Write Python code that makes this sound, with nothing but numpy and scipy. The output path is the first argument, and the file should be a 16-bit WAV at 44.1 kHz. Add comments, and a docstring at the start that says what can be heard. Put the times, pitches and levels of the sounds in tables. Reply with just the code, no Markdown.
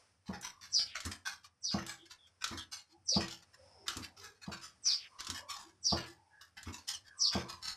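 """A wooden rocking chair rocks close by on a gritty concrete porch, over a quiet outdoor hiss.
It swings out first: the runners tip over a flat spot, the frame thumps and sand grinds or cracks.
Then it rolls softly back. Among the six swings out, a high falling chirp, probably a small bird,
rings under the roof six times: four just before a thump, two shortly after one.
Faint tones come and go far behind, and toward the end a dry joint gives its two clearest creaks."""
import sys
import numpy as np
from scipy import signal
from scipy.fft import rfft, irfft, next_fast_len
from scipy.io import wavfile
from scipy.ndimage import map_coordinates

SR = 44100
rng = np.random.default_rng(int(sys.argv[2]) if len(sys.argv) > 2 else 0)


def wav_out(sig):
    """Save sig, one row per channel (or a flat mono array), as 16-bit PCM at SR to the path in sys.argv[1]."""
    wavfile.write(sys.argv[1], SR, np.round(np.clip(np.atleast_2d(sig).T, -1, 1) * 32767).astype(np.int16))


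N = 342216
TREBLE_LIMIT_HZ = 13200

# Levels in the tables are relative: each function sets its own overall loudness.
# swings out: t/s, thump/dB, hardness/dB, grinding before, at and after the flat spot/dB
OUT_SWINGS = [(0.289, -32.5, -25, -15, -11.5, 3.5), (1.741, -26.5, -3, -3.5, -6, 3.5),
              (3.161, -23.5, -5, -7, 8, -2.5), (4.477, -35.5, -12, -18, 0.5, -2),
              (5.922, -25.5, -2.5, -9, 6.5, -8), (7.347, -26.5, -11.5, 2.5, -7.5, 1)]
# swings back: t/s, bump/dB, grinding before, at and after the flat spot/dB
BACK_SWINGS = [(1.045, -43, -1.5, -17, 2), (2.507, -44, -6, 5, -3), (3.958, -41, -11, 6, -12),
               (5.283, -47.5, -6, 7.5, 0.5), (6.663, -45, -10, -5, 3.5)]
# the frame's own notes: f/Hz, level/dB, time to fade by 60 dB/s
FRAME_NOTES = [(82.6, -5, 0.16), (125.7, -19, 0.42), (177.3, 0.5, 0.1), (190, 4, 0.085), (249, -2.5, 0.049),
               (335, -15, 0.3), (387, -36.5, 0.056), (480, -20, 0.21), (591, -20.5, 0.16),
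               (690, -2.5, 0.053), (753.3, -6, 0.056), (835, -3.5, 0.047), (933, -18, 0.015),
               (1140, -6, 0.055), (1192, -19.5, 0.029)]
# sandy patches, out and back: t from the flat spot/s, rise/s, fall/s, level/dB, lows/dB, highs/dB
OUT_PATCHES = [(-0.033, 0.024, 0.099, -44, -7, -11.5), (0.035, 0.013, 0.1, -48, 1.5, -9.5),
               (0.133, 0.026, 0.08, -47.5, -4, -5.5)]
BACK_PATCHES = [(-0.1, 0.01, 0.094, -45.5, -2.5, -9), (-0.014, 0.034, 0.061, -46.5, -4.5, -11),
                (0.058, 0.021, 0.06, -47, -6, -5), (0.206, 0.022, 0.081, -43, -9, -7),
                (0.263, 0.022, 0.055, -53, -9.5, -10), (0.382, 0.039, 0.014, -67, -4.5, -6)]
# single short scratchy noises (at 0.787 and 4.85 s with a chirp): t/s, rise/s, fall/s, level/dB
SCRATCHES = [(0.608, 0.021, 0.15, -54.5), (0.787, 0.003, 0.12, -47.5), (1.111, 0.005, 0.077, -46),
             (2.053, 0.0027, 0.034, -57.5), (1.439, 0.0071, 0.025, -53), (2.096, 0.025, 0.042, -54.5),
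             (2.263, 0.0091, 0.038, -67), (2.446, 0.01, 0.13, -67), (3.419, 0.0048, 0.022, -57.5),
             (3.53, 0.014, 0.017, -62.5), (3.885, 0.0036, 0.087, -45), (4.211, 0.031, 0.095, -53),
             (4.409, 0.031, 0.023, -57.5), (4.85, 0.021, 0.16, -47.5), (5.579, 0.025, 0.11, -52.5),
             (6.406, 0.004, 0.082, -55.5), (6.77, 0.013, 0.087, -57), (7.615, 0.061, 0.089, -44)]
# bursting grains: t/s, level/dB, highs/dB
GRAIN_CRACKS = [(0.4123, -38.5, -3.5), (1.004, -20, -24), (1.052, -22, -18), (1.0593, -35.5, -1),
                (1.8646, -24, -16.5), (2.4415, -8, -29.5), (2.4769, -20, -23.5), (3.2817, -23, -25.5),
                (3.881, -9, -26), (3.969, -22.5, -16.5), (5.2057, -18, -26.5), (5.247, -26, -24),
                (5.2688, -18, -25.5), (5.3006, -15.5, -21), (6.6305, -30.5, -16.5)]
# creaks of a joint: t/s, length/s, first f/Hz, last f/Hz, level/dB
JOINT_CREAKS = [(1.143, 0.014, 1700, 1663, -63), (1.476, 0.049, 810, 745, -88),
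                (4.2, 0.046, 1013, 1010, -63.5), (5.478, 0.05, 1164, 1079, -49.5),
                (6.926, 0.042, 3400, 2760, -44)]
# chirps: t/s, level/dB, pitch factor, length factor
BIRD_CHIRPS = [(0.704, -32, 1.03, 0.86), (1.608, -39, 1, 0.92), (3.048, -33.5, 1.0, 1.084),
               (4.82, -32, 1.02, 1.013), (5.813, -33.5, 1.018, 1.01), (7.166, -31.5, 1.033, 1.08)]
# background tones: t/s, length/s, first f/Hz, last f/Hz, width/Hz, level/dB
FAINT_TONES = [(0.421, 0.28, 1172, 1050, 80, -75), (1.968, 0.074, 355, 297, 40, -75),
               (1.969, 0.091, 3320, 3280, 390, -68.5), (2.172, 0.11, 3530, 3270, 150, -72),
               (2.568, 0.057, 3440, 3250, 460, -55), (2.89, 0.041, 348, 308, 23, -76.5),
               (2.923, 0.05, 840, 768, 50, -74), (3.114, 0.025, 557, 566, 60, -54.5),
               (3.515, 0.63, 5260, 5160, 350, -71.5), (3.533, 0.72, 755, 790, 200, -76),
               (3.565, 0.059, 560, 564, 64, -70.5), (3.71, 0.25, 480, 260, 70, -74.5),
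               (4.152, 0.13, 410, 452, 44.6, -70.5), (5.049, 0.62, 1106, 988, 130, -66.5),
               (5.382, 0.038, 535, 584, 62, -65), (5.622, 0.044, 365, 312, 33, -70),
               (6.035, 0.061, 312, 338, 19.3, -69), (6.056, 0.33, 857, 860, 84, -78),
               (6.293, 0.18, 1645, 1718, 173, -71.5), (7.034, 0.11, 1730, 1564, 150, -68.5),
               (7.098, 0.55, 1157, 1021, 130, -65.5)]
# loudness of the hiss: t/s, level/dB
HISS_LEVELS = [(0, 10.5), (0.198, -2), (0.8, 3), (1.55, -5.5), (2.05, 0), (2.329, 0), (3.05, -5), (3.65, 6),
               (4.4, 0), (5.101, 5.5), (5.75, -1.5), (6.5, -0.5), (6.999, 4)]
# echo of the porch: f/Hz, time to fade by 60 dB/s
PORCH_FADE = [(100, 0.32), (400, 0.36), (1200, 0.21), (5000, 0.093), (12000, 0.054)]
# tone colours, the strong and weak pitches of each sound: f/Hz, level/dB
ROLL_COLOUR = [(30, -23.5), (85, 18.5), (125, -8.5), (200, -1), (300, 4.5), (430, -12), (700, -19.5),
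               (1200, -6), (2500, -36)]
GRIND_COLOUR = [(100, -0.5), (500, -16), (800, 1.5), (1200, 6.5), (2000, 5), (3300, -2), (5400, 4.5),
                (6500, -2.5), (8000, -5.5), (10500, -16.5), (12500, -13), (14000, -22)]
CRACK_COLOUR = [(100, -19), (800, -26), (1300, -3.5), (2200, -15), (3200, -5.5), (5000, -3), (7000, 5.5),
                (9000, 1.5), (13000, -6.5)]
CHIRP_COLOUR = [(3000, -10), (3700, -7), (4200, -7.5), (4700, 2), (5200, -3.5), (5900, 3.5), (6350, -16),
                (6800, -21.5), (8000, -3), (10000, -10)]
HISS_COLOUR = [(30, -22), (90, -8), (250, -17.5), (500, -7), (850, -8), (1600, -9.5), (2600, -13),
               (4000, -18.5), (5300, -8), (7000, -20.5), (9500, -14), (12000, -38.5)]
FLICKER_COLOUR = [(2400, -70), (3400, -32), (4200, -18), (6000, -12), (8000, -9), (13000, -11)]
RATTLE_COLOUR = [(30, -10), (90, -29), (180, -6), (330, 8.5), (1150, 6.5), (1600, -10), (4000, -30.5)]
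RASP_COLOUR = [(500, 3), (1000, 2), (1800, 2.5), (3000, -9), (8000, 13), (10000, -0.5), (13000, -9.5)]
RUMBLE_COLOUR = [(30, -40.5), (60, -9.5), (88, 9), (130, -8.5), (200, -8), (330, -15), (600, -53),
                 (2000, -53.5)]
FRAME_COLOUR = [(30, -13), (60, -5), (110, 2)]  # so small a frame gives off little deep bass


def thumps(rattle_db=-12, rattle_fade_s=0.25, rise_s=0.011):
    """A runner tips over a flat spot: the frame rings and its joints rattle briefly."""
    out, t = np.zeros(N), np.arange(SR // 2) / SR
    hz, note_db, fade_s = np.transpose(FRAME_NOTES)[:, :, None]
    for start, db, hardness, *_ in OUT_SWINGS:
        detune, uneven_db, phase = rng.standard_normal((3, len(FRAME_NOTES), 1))
        bright_db = np.interp(hz, [250, 650], [0, 1]) * (hardness + 6)  # hard blows sound brighter
        waves = np.sin(2 * np.pi * (hz * (1 + 0.012 * detune) * t + phase))
        notes = waves * gain(note_db + bright_db + uneven_db - 60 * t / fade_s)
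        rattle = noise(len(t), RATTLE_COLOUR) * gain(rattle_db - 60 * t / rattle_fade_s)
        blow = (notes.sum(0) + rattle) * (1 - np.exp(-t / rise_s))
        add(out, start, gain(db - 9) * blow / blow[:SR // 25].std())
    return out


def rolls(rise_s=0.019):
    """Swinging back, the runners bump gently over the uneven floor: a dull woody murmur."""
    out, t = np.zeros(N), np.arange(SR // 4) / SR
    swell = t / rise_s * np.exp(1 - t / rise_s)
    for start, db, *_ in BACK_SWINGS:
        add(out, start, gain(db) * noise(len(t), ROLL_COLOUR) * swell)
    return out


def scrapes(grains_per_s=1550, spread_db=4):
    """Sand under a runner makes tiny slips that ring in the wood; the single scratches sound alike."""
    out, t = np.zeros(N), np.arange(SR // 3) / SR
    for start, rise, fall, db, lows, highs in scrape_list():
        signs = rng.choice([-1, 1], len(t))
        sizes = gain(spread_db * np.minimum(rng.exponential(1, len(t)), 4))
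        slipping = rng.random(len(t)) < grains_per_s / SR
        pressure = gain(np.where(t < rise, -11 * (1 - t / rise), -24 * (t - rise) / fall))
        pressure *= np.minimum(t / 0.005, 1)
        slips = normalise(signs * sizes * slipping) * pressure
        wood = rolling_contact(signal.fftconvolve(slips, wood_ring(fade_s=0.025)))
        tilt = [(2200, lows + 2), (3200, 0.037), (6300, 0.064), (7800, highs + 5)]
        add(out, start, gain(db + 8.5) * colour(wood, tilt))
    return colour(out, GRIND_COLOUR)


def scrape_list(scratch_lows_db=-5.5, scratch_highs_db=-5.5):
    """Lists the single scratches, then the sand each swing crosses, pressed by the shifting weight."""
    rows = [(*row, scratch_lows_db, scratch_highs_db) for row in SCRATCHES]
    for swings, patches in (OUT_SWINGS, OUT_PATCHES), (BACK_SWINGS, BACK_PATCHES):
        for start, *_, before, at, after in swings:
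            for delay, rise, fall, db, lows, highs in patches:
                weight_db = np.interp(delay, [-0.017, 0, 0.14], [before, at, after])
                rows.append((start + delay, rise, fall, db + weight_db, lows, highs))
    return rows


def rolling_contact(x, ripple_db=5, spacing_hz=170, sink_per_s=0.35):
    """Each spot on a runner favours its own pitches, which sink as the touching point moves along."""
    hz, t = np.arange(0, SR / 2, spacing_hz), np.arange(len(x)) / SR
    peaks = normalise(gain(ripple_db * np.clip(rng.standard_normal(512)[:len(hz)], -2, 2)))
    wood = colour(x, np.c_[hz, 20 * np.log10(peaks)])
    slowing_time = t - sink_per_s * t ** 2 / 2
    return map_coordinates(wood, [SR * slowing_time], order=3)


def wood_ring(fade_s, size=4096):
    """Struck wood rings at so many pitches at once that it sounds like fading noise."""
    ring = rng.standard_normal(size) * gain(-60 * np.arange(size) / SR / fade_s)
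    return ring / np.linalg.norm(ring)


def cracks():
    """A larger grain bursts: a hard snap and a short ring of the runner."""
    out = np.zeros(N)
    for start, db, highs in GRAIN_CRACKS:
        snap = wood_ring(fade_s=0.035) + gain(-6) * wood_ring(fade_s=0.29)
        add(out, start, gain(db + 14) * colour(snap, [(4500, 0.022), (8500, highs + 6)]))
    return colour(out, CRACK_COLOUR)


def creaks():
    """A dry joint sticks and slips almost regularly, making a short note rich in overtones."""
    out = np.zeros(N)
    for start, length, first_hz, last_hz, db in JOINT_CREAKS:
        size = int(length * SR)
        hz = np.linspace(first_hz, last_hz, size) * (1 + 0.014 * wobble(size, 900))
        phase = 2 * np.pi * np.cumsum(hz) / SR
        slips = sum(np.cos(k * phase) for k in range(1, int(TREBLE_LIMIT_HZ / first_hz) + 1))
        wood = normalise(colour(slips, GRIND_COLOUR))
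        add(out, start, gain(db) * wood * signal.windows.tukey(size, 0.8))
    return out


def chirps(ring_hz=4780, ring_rise_s=0.044, ring_fade_s=0.19):
    """Two voices fall together and leave a blurred ring; a faint rasp sounds with them."""
    out, hush = np.zeros((2, N))
    t = np.arange(SR // 3) / SR
    ring_shape = np.minimum(t / ring_rise_s, 1)
    ring_shape *= gain(-4 - 60 * np.maximum(t - ring_rise_s, 0) / ring_fade_s)
    for start, db, pitch, stretch in BIRD_CHIRPS:
        call, top_hz = np.zeros(N), pitch * 8584
        upper = whistle(top_hz, stretch, hold=0.048)
        lower = whistle(0.81 * top_hz, stretch, hold=0.004)
        add(call, 0, upper + gain(-5.5) * lower)
        add(call, 0.06 * stretch, ring_shape * blurred(pitch * ring_hz * t, width_hz=670))
        # each call takes its own paths under the roof
        call = colour(porch(call, echo_db=3)[:SR], CHIRP_COLOUR)
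        add(out, start, gain(db) * call / call[:SR // 7].std())
        # each chirp ends in a soft band of noise that falls in pitch
        add(hush, start + 0.145, gain(db - 23) * fuzzy_glide(0.13, 3800, 2200, width_hz=1000))
    rasp = colour(out * rng.standard_normal(N), RASP_COLOUR)
    return out + gain(-30) * rasp + hush


def whistle(top_hz, stretch, hold, rise=0.036, fall_rate=13, hoarseness=0.045):
    """One hoarse tone falls steadily as it swells, holds and dies; a larger stretch slows it all."""
    t = np.arange(SR // 5) / SR / stretch
    hz = top_hz * 2 ** (-fall_rate * t) * (1 + hoarseness * wobble(len(t), 1500))
    shape_db = -1095.5 * np.maximum(rise - t, 0) - 601 * np.maximum(t - rise - hold, 0)
    flutter_db = wobble(len(t), 500)
    return gain(shape_db - flutter_db) * np.sin(2 * np.pi * np.cumsum(hz) / SR)


def porch(x, echo_db, gap_s=0.004):
    """Adds the many echoes from floor, walls and roof; the high pitches die first."""
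    echoes = rng.standard_normal(SR) * (rng.random(SR) < 0.12) * (np.arange(SR) > gap_s * SR)
    hz, t, bands = signal.stft(echoes, SR, nperseg=256)
    fade = gain(-60 * t / look_up(PORCH_FADE, hz)[:, None])
    tail = signal.istft(bands * fade, SR, nperseg=256)[1]
    return x + gain(echo_db) * signal.fftconvolve(x, tail / np.linalg.norm(tail))[:N]


def tones():
    """Faint fuzzy tones come and go in the background."""
    out = np.zeros(N)
    for start, *glide, db in FAINT_TONES:
        add(out, start, gain(db - 3) * fuzzy_glide(*glide))
    return out


def air():
    """Quiet outdoor hiss over a low, uneven rumble."""
    hiss_db = -77.5 + 1.5 * wobble(N, 6) + np.interp(np.arange(N) / SR, *np.transpose(HISS_LEVELS))
    rumble_db = -77 + 5.5 * wobble(N, 8)
    return noise(N, HISS_COLOUR) * gain(hiss_db) + noise(N, RUMBLE_COLOUR) * gain(rumble_db)


def fuzzy_glide(length, first_hz, last_hz, width_hz):
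    """A blurred tone that slides in pitch while it swells and fades."""
    size = int(length * SR)
    cycles = np.cumsum(np.linspace(first_hz, last_hz, size)) / SR
    return blurred(cycles, width_hz) * signal.windows.tukey(size, 0.5)


def blurred(cycles, width_hz):
    """Shakes a tone at random, smearing it into a narrow band of noise."""
    blur = wobble(len(cycles), 2 * width_hz) + 1j * wobble(len(cycles), 2 * width_hz)
    return normalise((blur * np.exp(2j * np.pi * cycles)).real)


def wobble(size, hz):
    """Wanders to a new random value hz times a second, for up to 4096 values."""
    return np.interp(np.arange(size) * hz / SR, np.arange(4096), rng.standard_normal(4096))


def noise(size, points):
    """Steady noise with the given tone colour."""
    return normalise(colour(rng.standard_normal(size), points))


def colour(x, points):
    """Turns each pitch up or down by a table of f/Hz, level/dB."""
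    size = next_fast_len(len(x) + 2048)
    db = look_up(points, np.fft.rfftfreq(size, 1 / SR))
    return irfft(rfft(x, size) * gain(db), size)[:len(x)]


def look_up(points, hz):
    """Reads between a table's rows along a scale of musical pitch."""
    row_hz, values = np.transpose(points)
    return np.interp(np.log(hz + 1), np.log(row_hz + 1), values)


def gain(db):
    """Turns decibels into a multiplier."""
    return 10 ** (np.asarray(db) / 20)


def normalise(x):
    """Scales a signal to an average strength (rms) of 1."""
    return x / np.sqrt(np.mean(x ** 2) + 1e-20)


def add(mix, start_s, sound):
    """Adds a sound to the mix at the given time."""
    part = mix[max(round(start_s * SR), 0):][:len(sound)]
    part += sound[:len(part)]


def scene():
    """The chair is near and the chirp farther off; only the treble flickers between left and right."""
    chair = porch(colour(thumps() + rolls(), FRAME_COLOUR), echo_db=-16.5)
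    chair += porch(scrapes() + creaks(), echo_db=-9.5)
    chair += porch(cracks(), echo_db=-8)
    centre = chair + chirps() + porch(tones(), echo_db=4.5)
    flicker = colour(centre * wobble(N, 300), FLICKER_COLOUR)
    return np.array([centre + flicker, centre - flicker]) + air()


def record(dry):
    """Cuts away the very highest treble."""
    low_pass = signal.firwin(255, TREBLE_LIMIT_HZ, window=("kaiser", 8), fs=SR)
    return signal.oaconvolve(dry, low_pass[None], "same")


dry = scene()
out = record(dry)
wav_out(out)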